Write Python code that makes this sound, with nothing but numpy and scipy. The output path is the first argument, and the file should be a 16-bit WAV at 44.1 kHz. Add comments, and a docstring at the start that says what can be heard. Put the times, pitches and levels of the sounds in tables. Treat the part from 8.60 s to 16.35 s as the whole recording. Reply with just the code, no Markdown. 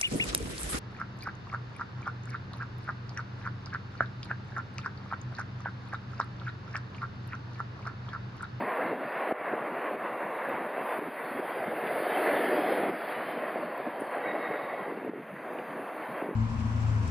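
"""Gusts buffet a microphone in short low thuds and hiss past it, on a shore far from a fast ferry.
The ferry's engines and water jets blur into one roar that swells and fades under a rush of churned water;
turbulence along the path makes both flutter. The thuds are pressure swings of eddies, and the level
dips briefly after some of them. Faint ticks, a stick-slip squeak and a breathy whistle sound close by."""
import sys
import numpy as np
from scipy import signal
from scipy.fft import rfft, irfft
from scipy.io import wavfile
from scipy.ndimage import uniform_filter1d

SR = 44100
rng = np.random.default_rng(int(sys.argv[2]) if len(sys.argv) > 2 else 0)


def generate_wav(signal):
    """Clip the signal to [-1, 1] and save it as 16-bit WAV at the path in sys.argv[1]."""
    frames = np.transpose(np.atleast_2d(signal))
    scaled = np.clip(frames, -1, 1) * 32767
    pcm = np.round(scaled).astype(np.int16)
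    wavfile.write(sys.argv[1], SR, pcm)


N = 341775
TIME = np.arange(N) / SR
FREQ = np.fft.rfftfreq(N, 1 / SR)

# stereo width by frequency: (frequency [Hz], side minus mid [dB])
STEREO_WIDTH = [(30, -16.5), (70, -13.5), (125, -22.5), (250, -45), (600, -71), (2000, -35), (3000, -21.5),
                (4800, -28), (6500, -27.5), (7600, 3.5), (9000, 0), (12000, -4), (15000, -6.5)]
# swell of the ferry: (time [s], relative roar level [dB], relative water level [dB])
FERRY_SWELL = [(0, -36, -40), (.22, -31, -36.5), (.39, -40, -43.5), (.6, -33.5, -37), (1, -35.5, -40.5),
               (2.05, -38, -42.5), (2.33, -34, -39.5), (2.5, -40.5, -43), (2.9, -36, -41),
               (3.02, -34, -41.5), (3.2, -35, -41.5), (3.65, -28.5, -34), (4.27, -30.5, -37),
               (4.38, -38, -39.5), (4.7, -35.5, -40.5), (5.43, -38, -46), (5.6, -34.5, -41.5),
               (6.28, -36.5, -45.5), (6.36, -41, -48), (6.6, -48, -49.5), (6.77, -45.5, -47.5),
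               (6.84, -41.5, -46.5), (7.15, -41, -46), (7.62, -38.5, -44), (7.75, -48, -51.5)]


def gain_of(db):
    """Amplitude ratio: tenfold for every 20 dB."""
    return 10 ** (np.asarray(db) / 20)


def unit_rms(x):
    """Normalisation to unit mean power."""
    return x / np.sqrt(np.mean(x ** 2) + 1e-20)


def response(points, hz):
    """Magnitude response, interpolated in dB over log frequency."""
    f, db = np.transpose(points)
    return gain_of(np.interp(np.log(hz + 1), np.log(f + 1), db))


def envelope(rows, column=1):
    """Amplitude envelope, interpolated in dB over time."""
    columns = np.transpose(rows)
    return gain_of(np.interp(TIME, columns[0], columns[column]))


def bell(s, length):
    """Gaussian pulse of height 1, centred on time s."""
    return np.exp(-2 * ((TIME - s) / length) ** 2)


def puffs(rows):
    """Gaussian pulses summed in amplitude."""
    return sum(gain_of(db) * bell(s, length) for s, db, length in rows)


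def bumps_db(rows):
    """Gaussian pulses summed in decibels."""
    return sum(db * bell(s, length) for s, db, length in rows)


def add(mix, s, sound):
    """Superposition of a sound on the mix from time s."""
    part = mix[..., max(round(s * SR), 0):][..., :sound.shape[-1]]
    part += sound[..., :part.shape[-1]]


def wander(rate_hz):
    """Low-pass random fluctuation of rms 1."""
    return unit_rms(irfft(rfft(rng.standard_normal(N)) / (1 + (FREQ / rate_hz) ** 4), N))


def noise(magnitude):
    """Mid-side stereo noise: nearly mono in the bass and mids, wide in the high treble."""
    # channel balance: (frequency [Hz], left minus right [dB])
    balance = [(5000, 0), (8500, 2), (10000, 2), (12000, -1), (15000, -1)]
    mid, side = rfft(rng.standard_normal((2, N)))
    side = side * response(STEREO_WIDTH, FREQ)
    lean = np.sqrt(response(balance, FREQ))
    channels = np.array([(mid + side) * lean, (mid - side) / lean])
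    return unit_rms(irfft(channels * magnitude, N))


def band(spectrum):
    """Spectral shaping of white noise."""
    return noise(response(spectrum, FREQ))


def resonant_noise(modes):
    """Noise shaped by steep spectral peaks, whose levels set their shares of the energy."""
    return noise(sum(gain_of(db) / np.sqrt(width) / (1 + ((FREQ - hz) / width) ** 2) ** 2
                     for hz, width, db in modes))


def low_cut(x):
    """High-pass filtering: the microphone's wind filter attenuates below 160 Hz."""
    return signal.sosfilt(signal.butter(4, 160, "highpass", fs=SR, output="sos"), x)


def scintillate(x, depth_db):
    """Scintillation: turbulent air on the path fades patches of the spectrum in and out."""
    frames = dict(nperseg=1024, noverlap=768)
    spectra = signal.stft(x, **frames)[2]
    patches = uniform_filter1d(rng.standard_normal(spectra.shape[1:]), size=4, axis=0)
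    patches = unit_rms(uniform_filter1d(patches, size=16, axis=1))
    return unit_rms(signal.istft(spectra * gain_of(depth_db * patches), **frames)[1][:, :N])


def treble_gains():
    """Common modulation: swishes of spray move the gains of hiss and spray together."""
    # slow trend: (time [s], relative hiss level [dB], relative spray level [dB])
    trend = [(0, -67.5, -68), (.24, -66, -71), (.36, -73.5, -73), (.68, -66, -69.5), (.95, -70, -74.5),
             (2.1, -67, -71), (2.55, -64, -71), (3.17, -63, -66), (3.3, -59, -66), (3.65, -53, -57.5),
             (4.2, -60, -61), (4.36, -62.5, -64.5), (4.6, -64, -64), (5.25, -70.5, -71), (5.7, -69, -68),
             (6.25, -71, -71.5), (6.52, -76.5, -78.5), (6.95, -70.5, -75.5), (7.58, -67, -71),
             (7.75, -74, -80)]
    # swishes: (peak time [s], lift [dB], length [s])
    swishes = [(2.1, -1, .1), (2.33, 4, 0.13), (2.677, 2, 0.14), (2.896, 3.5, 0.067), (4.13, 2, 0.076),
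               (4.5, 3, 0.058)]
    lift = gain_of(bumps_db(swishes))
    return envelope(trend, column=1) * lift, envelope(trend, column=2) * lift


def self_noise():
    """Self-noise of the microphones: a steady floor, uncorrelated between the channels."""
    # noise floor: (frequency [Hz], relative spectral density [dB])
    floor = [(20, -5.5), (100, -2), (300, 5), (800, -11.5), (2200, 1), (3500, -5.5), (5000, -16),
             (5600, -32)]
    white = rfft(rng.standard_normal((2, N)))
    return gain_of(-76) * unit_rms(irfft(white * response(floor, FREQ), N))


def faint_bands():
    """Narrow-band noise: two very faint bands near 6 and 7 kHz drift in level."""
    # envelope of the bands: (time [s], level [dB])
    band_level = [(0, -89), (.8, -86), (1.8, -84), (2.7, -91.5), (4.8, -98), (5.6, -88.5), (6.5, -89),
                  (7, -82.5), (7.75, -86)]
    # noise bands: (frequency [Hz], width [Hz], relative level [dB])
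    band_peaks = [(6150, 320, 4.5), (6900, 270, 1.5)]
    return envelope(band_level) * resonant_noise(band_peaks)


def breeze():
    """Turbulent flow noise: an airy hiss that swells and flutters."""
    # airy hiss: (frequency [Hz], relative spectral density [dB])
    hiss_spectrum = [(5500, -59.5), (7000, -46), (7700, -24.5), (8200, -11.5), (9000, -2), (9800, 4),
                     (11000, 1.5), (13000, 0), (15000, -2.5), (15700, -15.5)]
    hiss_gain, _ = treble_gains()
    flutter_db = 0.6 * wander(rate_hz=14) + 0.4 * wander(rate_hz=70)
    return gain_of(4.5 + flutter_db) * hiss_gain * scintillate(band(hiss_spectrum), depth_db=1.5)


def ticks():
    """Exponential decay of small band-limited noise bursts near the microphone."""
    # ticks: (time [s], level [dB], centre [Hz], width [Hz], 60 dB decay time [s])
    bursts = [(1.889, -51, 13000, 2200, 0.049), (3.268, -42, 3100, 450, .04), (3.274, -38, 2220, 500, .07),
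              (4.708, -51.5, 12500, 1500, .05), (5.178, -45.5, 12900, 2000, .016),
              (6.448, -62, 12000, 1800, .08), (6.935, -59, 11500, 1800, .06), (6.987, -44, 2650, 200, 0.04),
              (6.987, -37, 1600, 800, 0.03)]
    out, t = np.zeros((2, N)), TIME[:SR // 4]
    f = np.fft.rfftfreq(len(t), 1 / SR)
    rise = np.minimum(t / 0.00068, 1)
    for s, db, hz, width, t60 in bursts:
        mid, side = rfft(rng.standard_normal((2, len(t)))) * np.exp(-.5 * ((f - hz) / width) ** 2)
        side = side * response(STEREO_WIDTH, f)
        burst = unit_rms(irfft(np.array([mid + side, mid - side]), len(t)))
        add(out, s, gain_of(db) * burst * rise * np.exp(-np.log(1000) * t / t60))
    return low_cut(out)


def squeak():
    """Stick-slip friction excites a surface's high resonances in uneven grains."""
    # one sharp slip and two small ones: (time [s], level [dB])
    slip_level = [(5.385, -120), (5.397, -50), (5.408, -54), (5.425, -64), (5.5, -65), (5.545, -68),
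                  (5.555, -61), (5.567, -67), (5.58, -60), (5.61, -120)]
    # surface resonances: (frequency [Hz], width [Hz], relative level [dB])
    surface_modes = [(9600, 1000, 3), (6300, 500, -26)]
    grains = unit_rms(gain_of(2.8 * wander(rate_hz=200)))
    return envelope(slip_level) * grains * resonant_noise(surface_modes)


def whistle():
    """Flow-excited resonance: a gust sings in breathy puffs, the stronger ones raising an overtone."""
    # puffs of air: (peak time [s], level [dB], length [s])
    air_puffs = [(5.692, -42.5, 0.11), (5.86, -44, 0.072), (6.027, -45.5, 0.41)]
    # resonances and overtone: (frequency [Hz], width [Hz], relative level [dB])
    main_modes = [(1927, 120, 7.5), (2170, 71, 3.5)]
    overtone_modes = [(3770, 100, 0)]
    blow = puffs(air_puffs)
    overtone_gain = gain_of(-59) * (blow / blow.max()) ** 1.5
    tone = blow * resonant_noise(main_modes) + overtone_gain * resonant_noise(overtone_modes)
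    tone *= gain_of(wander(rate_hz=20))
    warped_time = TIME + np.cumsum(0.005 * wander(rate_hz=10)) / SR  # pitch wavers by 0.5 % rms
    return np.array([np.interp(warped_time, TIME, channel) for channel in tone])


def wind_strength():
    """Power addition of bell-shaped gusts and a light, uneven breeze."""
    # gusts: (peak time [s], relative level [dB], length [s])
    gusts = [(0.014, -30.5, 0.058), (0.295, -34.5, 0.17), (0.703, -40, 0.019), (0.925, -34, 0.038),
             (1.118, -35, 0.037), (1.34, -34.5, 0.048), (1.471, -43.5, 0.077), (1.988, -38.5, 0.069),
             (2.44, -33.5, 0.1), (2.772, -37.5, 0.042), (3.128, -45, 0.038), (3.87, -36.5, 0.36),
             (4.065, -35, 0.021), (4.27, -32, 0.14), (5.024, -39.5, 0.14), (5.278, -32, 0.03),
             (5.416, -36, 0.02), (5.796, -44.5, 0.21), (6.332, -35, 0.087), (6.5, -35.5, 0.13),
             (6.586, -38.5, 0.03), (6.998, -40, 0.038), (7.176, -39, 0.12), (7.689, -34, 0.071)]
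    light_wind = gain_of(-48 + 3.7 * wander(rate_hz=6.4))
    return np.hypot(puffs(gusts), light_wind)


def thuds():
    """Pressure transients: each large eddy is one abrupt swing, a sine under a Gaussian window."""
    # eddies: (peak time [s], level [dB], frequency [Hz], length [s])
    eddies = [(0.022, -21, 650, 0.0012), (0.331, -22.5, 454, 0.0031), (0.674, -22.5, 510, 0.0029),
              (0.692, -27.5, 594, 0.004), (0.712, -25.5, 710, 0.0034), (0.7188, -23, 575, 0.0053),
              (0.7232, -22.5, 340, 0.0025), (0.932, -27, 290, 0.0069), (0.9385, -22.5, 375, 0.0021),
              (1.312, -24, 530, 0.0027), (2.1817, -24, 560, 0.0025), (2.39, -23, 340, 0.002),
              (2.423, -26, 435, 0.0034), (2.792, -25.5, 380, 0.0038), (2.798, -25, 342, 0.003),
              (3.4035, -19.5, 530, .0016), (3.423, -21, 520, 0.0023), (3.4685, -20, 600, 0.0019),
              (3.672, -18, 510, 0.0023), (3.8835, -19, 530, 0.0014), (3.979, -23, 450, 0.0026),
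              (3.992, -24.5, 315, 0.011), (4.092, -19, 420, 0.0019), (4.108, -23, 400, 0.0034),
              (4.123, -23.5, 490, 0.0044), (4.2345, -13, 477, 0.0011), (4.284, -24, 330, 0.002),
              (4.296, -20, 400, 0.0034), (4.301, -23.5, 380, 0.0028), (4.616, -31, 570, 0.00093),
              (4.959, -20, 530, .0017), (5.201, -21, 517, 0.0012), (5.3934, -29, 480, 0.0018),
              (5.4205, -26, 360, 0.0025), (6.324, -30.5, 410, 0.0051), (6.351, -35, 420, .0016),
              (6.376, -26, 380, 0.0024), (6.449, -28.5, 380, 0.0034), (6.4643, -28, 360, 0.0023),
              (6.4712, -32, 430, 0.0028), (6.479, -24, 450, 0.0014), (6.489, -38, 330, 0.0037),
              (6.4953, -27, 287, 0.0038), (6.5357, -23.5, 423, 0.0013), (6.998, -30.5, 450, 0.0032),
              (7.156, -31, 403, 0.0011), (7.204, -32, 360, 0.0025), (7.621, -25, 560, 0.0012),
              (7.625, -22.5, 333, .0028), (7.645, -25.5, 390, 0.0023), (7.6617, -29, 450, 0.0016),
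              (7.691, -22.5, 380, 0.0021), (7.711, -25, 390, 0.002)]
    out, t = np.zeros(N), TIME[:SR // 40] - TIME[SR // 80]
    for (s, db, hz, length), phase in zip(eddies, rng.random(len(eddies))):
        window = np.exp(-2 * (t / length) ** 2)
        add(out, s + t[0], gain_of(db) * window * np.sin(2 * np.pi * (hz * t + phase)))
    return out


def buffeting():
    """Turbulent pressure: eddies strike the microphone in lumps and thuds, over a deep rumble."""
    # wind lumps and deep rumble: (frequency [Hz], relative spectral density [dB])
    lump_spectrum = [(60, -46), (130, -20.5), (180, -6.5), (250, 0), (340, -1), (450, -4), (700, -30),
                     (1200, -39.5), (5000, -82)]
    rumble_spectrum = [(20, -34.5), (55, -31), (75, -22.5), (100, -12), (135, -1), (175, 3), (230, 4),
                       (350, -15), (1000, -57), (4000, -100)]
    wind = wind_strength()
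    lumps = gain_of(-5) * wind * unit_rms(band(lump_spectrum) * gain_of(1.96 * wander(rate_hz=160)))
    # faster wind sheds smaller eddies, so the deep rumble grows more slowly than the lumps
    rumble = wind ** 0.3 * band(rumble_spectrum) * gain_of(4.8 * wander(rate_hz=14))
    return gain_of(-53.5) * unit_rms(rumble) + low_cut(lumps + thuds())


def spray():
    """Fine spray of the wake: treble noise under strong scintillation."""
    # spray: (frequency [Hz], relative spectral density [dB])
    spectrum = [(2000, -17), (2750, 3.5), (3100, 10.5), (3400, 6.5), (3700, 4.5), (4100, -1), (4300, 2),
                (4750, -0.5), (5100, -8), (5300, -40.5), (5600, -61.5)]
    _, spray_gain = treble_gains()
    return gain_of(7) * spray_gain * scintillate(band(spectrum), depth_db=3.5)


def wake_rush():
    """Churned water radiates broadband noise that swells and fades with the ferry."""
    # rushing water: (frequency [Hz], relative spectral density [dB])
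    spectrum = [(200, -55.5), (900, -8.5), (1300, 1.5), (1600, 1.5), (1780, 1.5), (2000, 1.5), (2200, -1.5),
                (2400, -7.5), (2490, -6), (2570, -8), (2700, -7.5), (3000, -19.5), (4100, -31.5),
                (5400, -58.5)]
    water_gain = envelope(FERRY_SWELL, column=2)
    return gain_of(-0.5) * water_gain * scintillate(band(spectrum), depth_db=1.23)


def engine_roar():
    """Spectral broadening: engine tones blur into exhaust noise, with a deep body and a hollow top."""
    # exhaust and hollow upper roar: (frequency [Hz], relative spectral density [dB])
    exhaust_spectrum = [(60, -49.5), (130, -46), (220, -12.5), (330, -4.5), (480, -0.5), (620, 2.5),
                        (760, -0.5), (860, -5.5), (1100, -13.5), (1600, -40), (3000, -56.5), (5000, -86)]
    hollow_spectrum = [(350, -69.5), (750, -3), (900, 1.5), (1020, 3), (1170, 1.5), (1300, -10), (1700, -7),
                       (5000, -80.5)]
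    # engine tones and body resonance: (frequency [Hz], width [Hz], relative level [dB])
    engine_tones = [(74, 2.8, -31), (133, 3, -35), (313.1, 4.3, 2.5), (495.7, 15, 8), (607, 13, 6.5),
                    (730, 28, 7)]
    body_modes = [(383, 140, 0)]
    # the hollow part sinks at the height of the swell and in the lull: (time [s], depth [dB], length [s])
    sinks = [(3.9, 8.5, 1.29), (6.66, 6, 0.35)]
    engine_gain, water_gain = envelope(FERRY_SWELL, column=1), envelope(FERRY_SWELL, column=2)
    body = gain_of(-35) * bell(s=3.84, length=0.51) * low_cut(resonant_noise(body_modes))
    exhaust = scintillate(band(exhaust_spectrum), depth_db=0.14)
    drone = gain_of(-8.5) * resonant_noise(engine_tones)
    flutter_db = 0.98 * wander(rate_hz=23)
    roar = gain_of(-1.31 + flutter_db) * engine_gain * (exhaust + drone)
    hollow = gain_of(0.5 - bumps_db(sinks)) * water_gain * scintillate(band(hollow_spectrum), depth_db=2)
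    return roar + body + hollow


def ferry():
    """Amplitude modulation: roar and rush surge together, while the spray keeps its own level."""
    # short surges: (peak time [s], lift [dB], length [s])
    surges = [(0.888, 2, 0.091), (1.273, 3, 0.06), (1.455, 3.5, 0.03), (1.888, 2.5, 0.16),
              (3.256, 3, 0.045), (5.545, 4.5, 0.037), (5.963, 2.5, 0.054), (7.6, 1.5, 0.027)]
    roar_and_rush, fine_spray = engine_roar() + wake_rush(), spray()
    surge_db = bumps_db(surges) + 0.58 * wander(rate_hz=16)
    return roar_and_rush * gain_of(surge_db) + fine_spray


def scene():
    """Superposition of the distant ferry, the wind and the small sounds nearby."""
    return (ferry() + breeze() + faint_bands() + whistle() + buffeting()
            + ticks() + squeak() + self_noise())


def record(dry):
    """Gain dips with exponential recovery follow some thuds; then soft ends and a band limit."""
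    # dips of the whole sound: (time [s], depth [dB], recovery time [s])
    dips = [(0.727, 12.5, 0.08), (0.942, 1, 0.059), (1.36, 5, 0.041), (2.397, 4, 0.1), (2.806, 3.5, 0.057),
            (3.43, 0, 0.031), (4.307, 4, 0.06), (5.065, 2, 0.034), (6.501, 5, 0.074)]
    fade_s, cutoff_hz = 0.004, 15730
    dip_db = sum(depth * (TIME > s) * np.exp(-abs(TIME - s) / recovery) for s, depth, recovery in dips)
    smooth_dip_db = uniform_filter1d(uniform_filter1d(dip_db, size=160), size=160)
    ends = np.minimum(np.minimum(TIME, TIME[::-1]) / fade_s, 1)
    low_pass = signal.firwin(511, cutoff_hz, window=("kaiser", 9), fs=SR)
    return signal.oaconvolve(dry * gain_of(-smooth_dip_db) * ends, low_pass[None], "same")


dry = scene()
out = record(dry)
generate_wav(out)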